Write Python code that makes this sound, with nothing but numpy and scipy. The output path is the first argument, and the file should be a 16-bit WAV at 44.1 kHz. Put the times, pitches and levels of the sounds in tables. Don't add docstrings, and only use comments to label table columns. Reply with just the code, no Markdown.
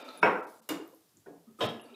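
import sys
import numpy as np
from scipy import signal
from scipy.fft import rfft, irfft, next_fast_len
from scipy.io import wavfile
from scipy.ndimage import uniform_filter1d, map_coordinates

SR = 44100
rng = np.random.default_rng(int(sys.argv[2]) if len(sys.argv) > 2 else 0)


def log_audio(samples):
    frames = np.atleast_2d(samples).T
    limited = np.clip(frames, -1, 1)
    pcm = np.round(limited * 32767).astype(np.int16)
    wavfile.write(sys.argv[1], SR, pcm)


def ratio(d):
    e = np.asarray(d, float) / 20
    return 10 ** e


N = 85995

# pitch_hz, t60_s
ROOM = [(100, 0.34), (400, 0.51), (1000, 0.5), (2500, 0.37), (5000, 0.34), (15000, 0.24)]


def unit(x):
    return x / np.sqrt(np.mean(x ** 2) + 1e-20)


def along(points, hz):
    f, v = np.transpose(points)
    return np.interp(np.log(hz + 1), np.log(f + 1), v)


def filtered(x, response):
    m = next_fast_len(len(x) + SR // 4)
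    return irfft(rfft(x, m) * response(np.fft.rfftfreq(m, 1 / SR)), m)[:len(x)]


def coloured_noise(colour, n):
    return unit(filtered(rng.standard_normal(n), lambda hz: ratio(along(colour, hz))))


def wander(knots, rate_hz):
    return map_coordinates(rng.standard_normal(knots), [np.arange(N) * rate_hz / SR])


def envelope(points):
    s, db = np.transpose(points)
    return ratio(np.interp(np.arange(N) / SR, s, db))


def add(track, s, sound):
    part = track[round(s * SR):][:len(sound)]
    part += sound[:len(part)]


def tail(colour, hold_s=0, build_cycles=0):
    noise = coloured_noise(colour, SR)
    hz, t, z = signal.stft(noise, SR, nperseg=256)
    fall = ratio(-60 * np.maximum(t - hold_s, 0) / along(ROOM, hz)[:, None])
    grow = 1 - np.exp(-np.outer(hz + 50, t + 0.0052) / (build_cycles + 1e-6))
    return signal.istft(z * fall * grow, SR, nperseg=256)[1][:SR]


def roomy(sound, room_db):
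    answer = tail([(100, 0)])
    answer = answer / np.linalg.norm(answer)
    return sound + ratio(room_db) * signal.fftconvolve(sound, answer)[:len(sound)]


def ring(modes, build_cycles=2):
    scatter_cycles, scatter_rate_hz, scatter_per_hz = 75, 8, .038
    t, out = np.arange(SR) / SR, 0
    for hz, db, t60_s in modes:
        clear = np.exp(-t * hz / scatter_cycles)
        position = t * (scatter_rate_hz + scatter_per_hz * hz)
        a, b = (map_coordinates(knots, [position]) for knots in rng.standard_normal((2, 500)))
        scattered = np.sqrt((1 - clear ** 2) / 2) * (a + 1j * b)
        line = np.imag(np.exp(2j * np.pi * hz * t) * (clear + scattered))
        decay = ratio(db - 60 * t / min(t60_s, along(ROOM, hz)))
        out = out + decay * (1 - np.exp(-t * hz / build_cycles)) * line
    return out


def floor():
    # pitch_hz, level_db_per_hz
    floor_colour = [(40, -27.5), (100, 1), (180, -0.5), (400, -6.5), (1000, -11), (2500, -15.5),
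                    (6000, -15), (15500, -15)]
    return ratio(-69.5) * coloured_noise(floor_colour, N)


def trickle():
    # start_s, flow_db
    flow = [(0, -70.5), (.2, -68), (.42, -70.5), (.5, -64), (.6, -70.5), (.68, -74), (.9, -72.5),
            (1.562, -82.5), (1.598, -62.5), (1.66, -54.5), (1.69, -64), (1.95, -90)]
    # pitch_hz, level_db_per_hz
    fizz = [(1500, -38), (3000, -10), (5000, -8), (8000, -11.5), (12000, -8), (15500, -15)]
    spikes = ratio(1.5 * wander(600, 250)) * rng.standard_normal(N)
    return envelope(flow) * unit(filtered(spikes, lambda hz: ratio(along(fizz, hz))))


def drops():
    # start_s, level_db, pitch_hz, life_cycles
    plinks = [(.089, -39, 3850, 6), (.1754, -38, 9770, 8), (.1765, -51, 13400, 5), (.5, -53, 9900, 14),
              (.4995, -55.5, 12600, 4), (.554, -57, 7400, 6), (.584, -54, 7600, 3), (.595, -57, 7400, 4),
              (.877, -48, 12800, 8), (.948, -50, 11300, 8), (1.092, -64, 4800, 8), (1.1708, -48, 6670, 4),
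              (1.796, -45.5, 2680, 13), (1.885, -55, 2600, 10), (1.925, -60, 2650, 12),
              (1.944, -56, 2450, 14), (1.942, -55, 3680, 25), (1.935, -61, 3050, 25),
              (1.855, -62, 4330, 25)]
    glide, room_db = .04, -1
    out, t = np.zeros(N), np.arange(SR // 3) / SR
    for s, db, hz, life_cycles in plinks:
        u = t * hz / life_cycles
        phase = 2 * np.pi * hz * t * (1 + glide * np.minimum(u, 2))
        tone = np.sin(phase) * u * np.exp(1 - u * 3) * 3
        add(out, s, ratio(db) * roomy(tone, room_db))
    return out


def chain():
    # pitch_hz, level_db, t60_s
    chink = [(8330, -67, 0.08), (9970, -63.5, 0.11), (11130, -61, 0.094)]
    out = np.zeros(N)
    add(out, 1.814, roomy(ring(chink), 3))
    return out


def slide():
    # start_s, pressure_db
    pressure = [(0, -47), (.08, -50), (0.189, -52), (0.211, -55), (0.237, -39), (.3, -100), (1.7, -100),
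                (1.78, -88), (1.85, -62.5), (1.95, -64.5)]
    # pitch_hz, width_hz, level_db
    resonances = [(255, 35, 2.5), (602, 120, -4.5), (887, 7.1, 4.5), (1320, 70, -1.5), (1966, 41, -17.5),
                  (2390, 160, -11), (3000, 45, -34.5), (3590, 34, -5), (3870, 150, -17), (4630, 170, -20.5)]
    # pitch_hz, level_db_per_hz
    bed_colour = [(60, -56.5), (150, -32.5), (250, -16), (600, 0), (1500, -13), (4000, -18), (6000, -31.5),
                  (15500, -41)]
    cut_hz, grit_db, bed_db = 210, 1.7, -4.5

    def body(f):
        total = 0
        for k, (centre_hz, width_hz, db) in enumerate(resonances):
            damping = 1j * f * width_hz
            total = total + (-1) ** k * ratio(db) * damping / (centre_hz * centre_hz - f * f + damping)
        return f ** 4 / (f ** 4 + cut_hz ** 4) * total

    grit = ratio(grit_db * wander(200, 70)) * rng.standard_normal(N)
    bed = coloured_noise(bed_colour, N)
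    return envelope(pressure) * (unit(filtered(grit, body)) + ratio(bed_db) * bed)


def rocking():
    # middle_s, level_db, pitch_hz, length_s
    touches = [(0.088, -46, 1304, 0.038), (0.255, -26, 421.4, 0.053), (0.285, -25.5, 957, 0.044),
               (.36, -36, 1530, .05), (.36, -35, 498.4, 0.052), (0.419, -38, 1345, .03),
               (.222, -48, 186, .04), (.81, -55.5, 2817, .02), (.232, -23.5, 1465, .015),
               (1.265, -55.5, 1506, 0.017), (1.269, -59.5, 1850, 0.021), (1.4, -61.5, 171, 0.11),
               (1.48, -60.5, 242, 0.0297), (1.477, -67.5, 1260, 0.022), (1.594, -50, 1244, 0.016),
               (1.61, -32, 1065, 0.0147), (1.655, -35.5, 102, .06), (1.76, -41.5, 230, 0.065),
               (0.325, -34, 427, 0.028), (.4, -40.5, 322, 0.043), (0.628, -65, 224, 0.12),
               (1.317, -48, 292.8, 0.058), (1.614, -41, 3137, .02), (1.624, -37.5, 3720, 0.027),
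               (1.923, -52, 236, 0.076), (0.801, -38.5, 397, .025), (0.867, -50.5, 328, .05),
               (0.935, -53.5, 514, 0.023), (0.94, -60, 1022, 0.018), (1.271, -48, 417.5, .03),
               (1.305, -47, 414, .025), (1.337, -56, 709, 0.027), (1.35, -54.5, 462, 0.0253),
               (1.51, -58, 398, 0.034), (1.632, -42.5, 503, 0.028), (1.655, -36.5, 1273, .02),
               (1.683, -35, 718, 0.022), (1.85, -54, 514, 0.033), (1.866, -50.5, 287, .03),
               (1.936, -50, 406, .035)]
    # middle_s, level_db, pitch_hz, length_s
    razor_beats = [(.718, -31, 305, .04), (.746, -28.5, 308, .032), (.775, -38, 300, .035)]
    out, t = np.zeros(N), np.arange(SR // 10) / SR
    for s, db, hz, length_s in [*touches, *razor_beats]:
        swell = np.sin(np.pi * np.minimum(t / length_s, 1)) ** 2
        add(out, s - length_s / 2, ratio(db) * swell * np.sin(2 * np.pi * hz * t))
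    return roomy(out, -10)


def knocks():
    knock_s = [
        .2287,
        .6896,
        1.136,
        1.2605,
        1.468,
        1.587,
        1.6055,
    ]
    # level_db, rise_s, hold_s, ring_over_thud_db, build_cycles (to fill the room)
    contacts = [(-23, 0.00046, 0.04, -6, 0.54), (-34.5, 0.00064, 0.00525, -1.5, 6.7),
                (-63, 0.0092, 0.05, -17, 1.4), (-47.5, 0.0022, 0.01, 2, 3.9), (-59, 0.0031, 0.009, 6, 2.4),
                (-39, 0.017, 0.024, 4.5, 1.1), (-30.5, 0.0017, 0.035, -3, 3.6)]
    cracks_db = [-31, 6.5, -34, -22, -22, -28, -29]
    # pitch_hz, level_db_per_hz
    mug = [(60, -36), (200, -2.5), (450, -1), (1000, -2), (2600, -13.5), (3300, -27.5), (4600, -41.5),
           (15500, -56)]
    razor = [(60, -28), (150, -3.5), (310, -1.5), (700, -6), (1300, -10), (2200, -14), (5000, -20.5),
             (15500, -24.5)]
    nudge = [(60, 2), (150, 10), (350, 3), (700, -45), (1500, -43), (15000, -59)]
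    soft = [(60, -1.5), (170, 1), (350, 7), (800, -2), (1900, -27), (2200, -23), (15000, -57)]
    tap = [(60, -5), (230, -2), (450, -11), (800, -31), (1300, -16.5), (1800, -55), (15000, -51)]
    graze = [(150, -9.5), (350, 4.5), (1300, -21), (3000, -21.5), (8000, -42)]
    bowl = [(60, -17), (110, -2.5), (466, -3.5), (900, -11.5), (2250, -19.5), (3300, -13.5), (4500, -27),
            (15500, -48)]
    # pitch_hz, level_db, t60_s
    mug_ring = [(188, -7.5, 0.34), (425, 2, 0.25), (506, 2, .3), (748, 1, 0.32), (964, 7, 0.2),
                (1090, -2, .19), (1570, 6, 0.09), (1415, 9, 0.12), (1960, -4, 0.25), (2240, 5, 0.092),
                (2560, 1, 0.16), (5400, -11, 0.09), (3700, -21.5, 0.3), (635, -6, .45)]
    razor_ring = [(291, 5, .22), (326, 4, .36), (445, -3, .4), (501, 0, .25), (791, -6, .25),
                  (1211, -6, .22), (1450, -3, .12), (2200, -4, .1), (2853, -1, .24), (3634, -7, .2),
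                  (4900, -13, .2), (7050, -12, .2), (7260, -6, .1)]
    soft_ring = [(168, -9.5, 0.5), (287, -5.5, 0.5), (400.3, -7, 0.21), (430, -12, 0.23), (690, -6.5, 0.2),
                 (1060, -13.5, 0.16), (1456, -2.5, 0.044), (1660, -11, 0.14), (1850, -3, 0.033)]
    tap_ring = [(230, 10, 0.23), (389, -26, 0.57), (1260, -10.5, 0.13)]
    graze_ring = [(1244, 3.5, 0.047), (8140, -15.5, 0.18)]
    bowl_ring = [(110.8, -1, 0.22), (225.9, -1.5, 0.56), (460.4, 4, 0.27), (620, -2, 0.24),
                 (708, -5.5, 0.6), (1027, -1.5, 0.21), (1183, 2, 0.076), (1705, -8.5, 0.37),
                 (2840, -13, 0.34), (3085, -0.5, 0.22), (3200, -1.5, 0.29), (3316, -6, 0.27),
                 (3760, -4, 0.32), (5300, -11, 0.3)]
    kinds = [(mug, mug_ring), (razor, razor_ring), (nudge, tap_ring), (soft, soft_ring), (tap, tap_ring),
             (graze, graze_ring), (bowl, bowl_ring)]
    crack_s, ring_room_db = .0022, -5.5
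    out, t = np.zeros(N), np.arange(SR) / SR
    for s, contact, (colour, modes), crack_db in zip(knock_s, contacts, kinds, cracks_db):
        db, rise_s, hold_s, ring_db, build_cycles = contact
        crack = ratio(crack_db) * np.exp(-t / crack_s) * np.diff(rng.standard_normal(SR + 1))
        thud = tail(colour, hold_s, build_cycles)
        ringing = ratio(ring_db) * roomy(ring(modes, build_cycles), ring_room_db)
        add(out, s, ratio(db) * (1 - np.exp(-t / rise_s)) * (crack + thud + ringing))
    return out


def scene():
    return (floor() + trickle() + drops() + chain() + slide() + rocking() + knocks())[None]


def starve(x):
    # middle_s, above_hz, weakest_kept_db
    starved = [(.036, 5200, -24), (.209, 1800, -24), (.419, 3300, -22), (.461, 2800, -31),
               (.612, 1700, -31), (1.679, 5800, -16), (1.827, 4000, -26)]
    n, x = round(.025 * SR), x.copy()
    window, hz = np.sin(np.pi * (np.arange(n) + .5) / n), np.fft.rfftfreq(n, 1 / SR)
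    for s, above_hz, keep_db in starved:
        part = x[round(s * SR) - n // 2:][:n]
        z = rfft(part * window)
        weak = uniform_filter1d(abs(z) ** 2, size=9) < ratio(2 * keep_db)
        part -= window * irfft(z * weak * (hz > above_hz), n)
    return x


def microphone_band(hz):
    low_cut_hz, top_hz = 85, 15450
    low_cut = (1j * hz / (low_cut_hz + 1j * hz)) ** 2 / np.sqrt(1 + (40 / (hz + 1)) ** 4)
    return low_cut / (1 + (hz / top_hz) ** 90)


def roll_off(x):
    return signal.sosfilt(signal.butter(12, 16390, fs=SR, output="sos"), x)


def record(dry):
    mix = starve(filtered(dry[0], microphone_band))[None]
    return roll_off(mix)


dry = scene()
out = record(dry)
log_audio(out)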